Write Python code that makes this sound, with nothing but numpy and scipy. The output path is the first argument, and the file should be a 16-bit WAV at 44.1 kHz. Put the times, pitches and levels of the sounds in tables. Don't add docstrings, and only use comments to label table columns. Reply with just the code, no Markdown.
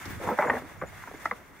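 import sys
import numpy as np
from scipy import signal
from scipy.io import wavfile

SR = 44100
rng = np.random.default_rng(int(sys.argv[2]) if len(sys.argv) > 2 else 0)


def nominal_scale(level):
    x = np.asarray(level, float) / 20
    return 10 ** x


def wav_out(sig):
    wavfile.write(sys.argv[1], SR, np.round(np.clip(np.atleast_2d(sig).T, -1, 1) * 32767).astype(np.int16))


N = 70560
BURST = SR // 5
CREASES_PER_S = 1800


def rms_one(x):
    return x / np.sqrt(np.mean(x ** 2) + 1e-20)


def in_time(rows):
    s, *columns = np.transpose(rows)
    return [np.interp(np.arange(N) / SR, s, c) for c in columns]


def at_hz(points, hz):
    table_hz, value = np.transpose(points)
    return np.interp(np.log(hz), np.log(table_hz), value)


def drift(rate_hz):
    r = np.exp(-80 * np.pi * rate_hz / SR)
    slow = signal.lfilter([1], [1, -2 * r, r * r], rng.standard_normal(N // 40 + 2002))[2000:]
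    return np.interp(np.arange(N) / 40, np.arange(len(slow)), rms_one(slow))


def resonance(x, hz, width_hz):
    r = np.exp(-np.pi * width_hz / SR)
    poles = [1, -2 * r * np.cos(2 * np.pi * hz / SR), r * r]
    return signal.lfilter([(1 - r * r) / 2, 0, (r * r - 1) / 2], poles, x + 1e-18)


def double_resonance(x, hz, width_hz, second_width_hz):
    return resonance(resonance(x, hz, width_hz), hz, second_width_hz)


def decay(t60_s):
    return nominal_scale(-60 * np.arange(BURST) / SR / max(t60_s, 0.01))


def place(out, start_s, peak_db, sound):
    start = int(start_s * SR)
    out[start:start + len(sound)] += nominal_scale(peak_db) * sound / np.abs(sound).max()


def muffle(x):
    x = x + nominal_scale(-0.5) * resonance(x, 2065, 180)
    return signal.sosfilt(signal.butter(6, 2063, fs=SR, output="sos"), x)


def creases(per_s, size):
    spread_db = 2
    sizes = nominal_scale(spread_db * np.minimum(rng.exponential(1, size), 3.5)) * rng.choice([-1, 1], size)
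    return sizes * (rng.random(size) < per_s / SR)


def crunch():
    # start_s, level_db, bright_db (per octave)
    push_curve = [(0, -60, -15), (.05, -59, -4), (.06, -45, -7), (.19, -71, -15), (.21, -40, 1),
                  (.3, -23, -3), (.335, -32.5, 1), (.372, -44, 4.5), (.39, -29.5, 4.5), (.49, -25.5, 0),
                  (.575, -29.5, 0.8), (.6, -45, 4), (.72, -49.5, -1), (.8, -58, 2.5), (1.0, -57, 4),
                  (1.15, -50.5, -6.5), (1.35, -49.5, -1), (1.6, -57.5, -8)]
    # hz, level_db
    colour = [(88, -37), (150, -9.5), (483, -3), (683, -2.5), (798, -2.5), (1410, -14.5), (2020, -16.5),
              (2600, -18), (3380, -57), (5720, -120)]
    grains_per_s, grain_cycles, leaf_sizes = 6000, 6.25, 24
    level_db, bright_db = in_time(push_curve)
    clicks = creases(grains_per_s * nominal_scale(3.1 * drift(30)), N)
    leaf = rng.integers(0, leaf_sizes, N)
    out = 0
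    for k, hz in enumerate(np.geomspace(160, 2500, leaf_sizes)):
        ring = rms_one(double_resonance(clicks * (leaf == k), hz, 2.0 * hz / grain_cycles, 0.95 * hz))
        gain = nominal_scale(at_hz(colour, hz) + bright_db * np.log2(hz / 500)) * np.sqrt(hz / 500)
        out = out + gain * ring
    return nominal_scale(level_db - 12.5) * muffle(out)


def crackle(events):
    rise_s, crack_db, body_cycles, edge_db, edge_t60_s = 0.002, 20, 6.3, -6, 0.02
    out = np.zeros(N + SR)
    swell = np.minimum(np.arange(BURST) / SR / rise_s, 1) ** 2
    for start_s, peak_db, hz, t60_s in events:
        run = rms_one(creases(CREASES_PER_S, BURST))
        run[int(rise_s * SR)] = nominal_scale(crack_db)
        run = run * swell
        width_hz, edge_width_hz = 1.88 * hz / body_cycles, 1.85 * hz
        body = rms_one(double_resonance(run * decay(t60_s), hz, width_hz, 3.05 * width_hz))
        edge = rms_one(double_resonance(run * decay(edge_t60_s), 1.12 * hz, edge_width_hz, edge_width_hz))
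        place(out, start_s, peak_db, muffle(body + nominal_scale(edge_db) * edge))
    return out[:N]


def snaps():
    # start_s, peak_db, pitch_hz, t60_s
    snap_events = [(.055, -34.5, 319, 0.056), (.2, -28, 520, .05), (.237, -30.5, 480, 0.078),
                   (.273, -20, 1065, 0.057), (0.288, -12.5, 815, 0.028), (.387, -13, 520, 0.05),
                   (.424, -10.5, 1000, 0.058), (0.447, -24.5, 875, 0.045), (.471, -24.5, 2000, 0.036),
                   (0.497, -8, 900, 0.046), (.552, -23, 1808, 0.067), (.569, -25, 780, 0.038),
                   (0.814, -21, 1165, 0.05), (0.926, -31.5, 680, 0.05), (1.037, -29.5, 1110, 0.032),
                   (1.073, -29, 1000, 0.087), (1.111, -29, 450, 0.068), (1.139, -30, 320, 0.058),
                   (1.2585, -18, 1900, 0.06), (1.31, -16.5, 1110, 0.071)]
    return crackle(snap_events)


def paws():
    # start_s, peak_db, pitch_hz, t60_s
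    paw_events = [(.103, -27, 208, 0.045), (0.21, -26, 340, 0.043), (.53, -24.5, 410, 0.064),
                  (0.62, -26, 260, 0.13), (.834, -24.5, 640, 0.12), (1.258, -29.5, 323, 0.05),
                  (1.254, -19, 690, 0.069), (1.312, -23, 760, 0.06), (0.87, -45, 2300, 0.067),
                  (.819, -24, 1400, 0.1), (.822, -29, 350, .08), (1.073, -27.5, 810, .04),
                  (1.32, -32.5, 207, 0.062), (.39, -29.5, 185, 0.075), (.272, -26, 206, 0.048),
                  (0.28, -23.5, 305, 0.11), (1.082, -35.5, 300, 0.042), (0.4, -21, 1200, 0.058)]
    return crackle(paw_events)


def buckles():
    # start_s, peak_db, pitch_hz, t60_s
    buckle_events = [(0.2015, -39.5, 556, 0.026), (0.2373, -33.5, 511, 0.058), (0.2783, -28, 1170, 0.019),
                     (0.2898, -18.5, 844, 0.026), (0.3073, -26, 856, 0.024), (0.3138, -33, 1293, 0.053),
                     (0.315, -29, 220.0, 0.085), (0.316, -29, 496, 0.082), (0.321, -32, 970, 0.022),
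                     (0.3883, -17, 870, 0.029), (0.3888, -23.5, 2071, 0.023), (0.389, -24.5, 1450, 0.017),
                     (0.3919, -21.5, 578, 0.065), (0.4064, -29.5, 980.0, 0.026),
                     (0.4133, -30, 2160.0, 0.021), (0.4151, -24.5, 820.0, 0.02),
                     (0.423, -28.5, 1786, 0.029), (0.4243, -23.5, 1083, 0.019), (0.448, -29.5, 597, 0.028),
                     (0.448, -27.5, 960, 0.023), (0.4529, -28.5, 501, 0.077), (0.4729, -32.5, 2080, 0.029),
                     (0.4991, -16, 944, 0.023), (0.4991, -20.5, 522, 0.042), (0.4991, -16, 1850, 0.022),
                     (0.5077, -30, 535.4, 0.14), (0.5113, -27, 575, 0.033), (0.5134, -31.5, 244, 0.17),
                     (0.5159, -38, 943, 0.046), (0.534, -30.5, 1840, 0.019), (0.538, -29, 472, 0.054),
                     (0.556, -28, 574, 0.025), (0.569, -27.5, 765, 0.033), (0.5705, -31, 1710, 0.024),
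                     (0.8174, -30, 1200.0, 0.038), (0.8222, -43, 1936, 0.03), (0.8232, -27.5, 556, 0.035),
                     (0.8295, -36.5, 150.4, 0.086), (0.8351, -34, 543, 0.042), (1.0386, -45, 1375, 0.032),
                     (1.0388, -42.5, 980.0, 0.024), (1.0748, -41, 1344, 0.025), (1.0798, -44.5, 885, 0.027),
                     (1.2565, -27, 914, 0.021), (1.2575, -22, 1320, 0.018), (1.2571, -26.5, 1886, 0.027),
                     (1.2716, -38.5, 1317, 0.032), (1.3115, -29.5, 2030, 0.022), (1.3144, -26, 1188, 0.036),
                     (1.3163, -37.5, 470.0, 0.065)]
    gain_db, lead_s, rattle_db = 1.5, 0.001998, -23.5
    out = np.zeros(N + SR)
    for start_s, peak_db, hz, t60_s in buckle_events:
        run = nominal_scale(rattle_db) * rms_one(creases(CREASES_PER_S, BURST)) * decay(t60_s)
        run[0] = rng.choice([-1, 1])
        width_hz = np.log(1000) / np.pi / max(t60_s, 0.01)
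        ring = muffle(double_resonance(run, hz, width_hz, 3.7 * width_hz))
        place(out, start_s - lead_s * np.sqrt(800 / hz), peak_db + gain_db, ring)
    return out[:N]


def breaks():
    # start_s, peak_db, centre_hz
    break_events = [(.3884, -11, 1000), (0.4234, -16, 1500), (0.449, -19.5, 1090), (0.4987, -11.5, 1460),
                    (.5012, -13.5, 1510), (0.5067, -21, 1980), (0.8143, -29, 1390), (1.0385, -35, 1200),
                    (1.0748, -33, 1210), (1.0803, -33, 1100), (1.1148, -35.5, 500), (1.2555, -23, 900),
                    (1.258, -18, 1300), (1.3118, -17, 1300)]
    out = np.zeros(N + SR)
    click = np.zeros(SR // 50)
    click[0] = 1
    for start_s, peak_db, hz in break_events:
        width_hz = 1.19 * hz
        place(out, start_s, peak_db, muffle(double_resonance(click, hz, width_hz, width_hz)))
    return out[:N]


def splinters():
    # start_s, peak_db, pitch_hz, t60_s
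    splinter_events = [
        (.055, -40, 4450, 0.053),
        (.387, -44, 3240, 0.03),
        (.498, -56, 3300, .05),
        (.816, -57, 3200, .04),
        (1.254, -42.5, 4770, 0.053),
        (1.311, -49, 3300, 0.044),
    ]
    out = np.zeros(N + SR)
    for start_s, peak_db, hz, t60_s in splinter_events:
        run = creases(5000, BURST) * decay(t60_s)
        place(out, start_s, peak_db, double_resonance(run, hz, 0.97 * hz, 0.64 * hz))
    return out[:N]


def wall(x):
    # left_s, right_s
    echo_lags = [
        (.007, 0.0099),
        (.013, 0.017),
        (.021, .018),
    ]
    out = np.zeros((2, N))
    for k, lags_s in enumerate(echo_lags):
        for side, lag_s in enumerate(lags_s):
            lag = int(lag_s * SR)
            out[side, lag:] += nominal_scale(-20 - 1.0 * k) * (-1) ** (side * k) * x[:N - lag]
    return out


def banded_noise(spectrum, patchy_db):
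    # hz, likeness (-1 to 1)
    likeness = [(60, 0), (150, 0.66), (400, 0.3), (1100, 0.38), (2000, 0.8), (3000, 0), (4500, 0.19),
                (9000, -.1)]
    out, together = 0, drift(14)
    edges_hz = 22 * 2 ** np.arange(0, 9.8, 1 / 3)
    white = rng.standard_normal((2, 2, N))
    for k, (low, high) in enumerate(zip(edges_hz, edges_hz[1:])):
        hz = np.sqrt(low * high)
        if spectrum[0][0] / 1.5 < hz < spectrum[-1][0] * 1.5:
            band = signal.butter(2, [low, high], "band", fs=SR, output="sos")
            mid, side = signal.sosfilt(band, white[k % 2])
            alike = np.clip(at_hz(likeness, hz), -1, 1)
            gain = nominal_scale(at_hz(spectrum, hz) + patchy_db * (1.3 * together + 0.5 * drift(11.5)))
            out = out + gain * (np.sqrt(1 + alike) * mid + np.sqrt(1 - alike) * side * [[1], [-1]])
    return rms_one(out)


def swish():
    # start_s, level_db
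    stir_curve = [(0.0, -57), (0.098, -57), (0.106, -54.5), (0.178, -60), (0.236, -54.5), (0.27, -58),
                  (0.298, -54.5), (0.364, -63.5), (0.386, -57), (0.588, -57.5), (0.64, -66), (0.698, -62),
                  (0.806, -69.5), (0.922, -61.5), (1.188, -64.5), (1.252, -59), (1.438, -70.5), (1.6, -67)]
    # hz, level_db
    colour = [(410, -35), (700, -7), (1500, -4.5), (2130, -3.5), (2630, -16), (4150, -22.5), (5920, -19.5),
              (14800, -26.5), (16000, -30)]
    return nominal_scale(in_time(stir_curve)[0] + 13.5) * banded_noise(colour, patchy_db=1.03)


def tag():
    # start_s, level_db, pitch_hz, length_s
    touches = [(0.012, -60, 7000, 0.033), (0.108, -67, 7000, .02), (.1, -62, 15400, 0.02),
               (0.103, -69, 12100, .025), (0.272, -54, 7000, 0.009), (.295, -60, 14800, .015),
               (0.458, -57.5, 7010, .035), (0.789, -70, 7000, 0.022), (0.863, -61.5, 7000, 0.026),
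               (1.078, -75, 12100, 0.017), (1.17, -67, 7000, 0.011)]
    width_hz, fade_s = 160, 0.0013
    out, t = np.zeros((2, N)), np.arange(N) / SR
    for start_s, level_db, hz, length_s in touches:
        gate = np.clip(np.minimum(t - start_s, start_s + length_s - t) / fade_s + 1, 0, 1)
        noise = rng.standard_normal(N) + 0.56 * rng.standard_normal((2, N))
        out += nominal_scale(level_db) * gate * rms_one(double_resonance(noise, hz, width_hz, width_hz))
    return out


def air():
    # start_s, level_db
    gust_curve = [(0.0, -36), (0.022, -60), (0.07, -42), (0.19, -45.5), (0.218, -51), (0.266, -42),
                  (0.386, -64.5), (0.484, -50.5), (0.77, -56), (0.832, -47.5), (1.096, -63.5),
                  (1.118, -57.5), (1.536, -65), (1.6, -74)]
    # hz, level_db
    colour = [(15, -42), (25, -19), (92, -2.5), (120, -8), (264, -17), (500, -24.5), (650, -69),
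              (1100, -120)]
    return nominal_scale(in_time(gust_curve)[0] + 3.5) * banded_noise(colour, patchy_db=0.5)


def yard():
    # hz, level_db
    colour = [(18, -33), (30, 3), (157, -1), (280, -2), (328, -3), (404, -10), (1720, -5.5), (4420, -68),
              (16000, -32)]
    return nominal_scale(-54.5) * banded_noise(colour, patchy_db=1.2)


def scene():
    cracks = nominal_scale(-5) * (snaps() + paws()) + buckles() + breaks()
    heap = crunch() + cracks + splinters()
    port_hz = 1000
    slope = np.gradient(cracks) * SR / (2 * np.pi * port_hz)
    side = resonance(nominal_scale(-11.5) * crunch() + nominal_scale(-20.5) * slope, port_hz, 1600)
    side = side + nominal_scale(3) * splinters()
    return heap + side * np.array([[1], [-1]]) + wall(heap) + swish() + tag() + air() + yard()


def band_limit(x):
    return signal.sosfilt(signal.butter(12, 16660, fs=SR, output="sos"), x)


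def record(dry):
    # centre_hz, width_hz, level_db
    housing = [(3486, 370, -2.9), (6020, 520, -11.8), (7000, 87, -22), (8730, 220, -2), (12100, 1100, -1.5),
               (15000, 800, 4)]
    x = dry + sum(nominal_scale(db) * resonance(dry, hz, width_hz) for hz, width_hz, db in housing)
    x = signal.sosfilt(signal.ellip(14, 0.5, 68, 15760, fs=SR, output="sos"), x)
    return band_limit(x)


dry = scene()
out = record(dry)
wav_out(out)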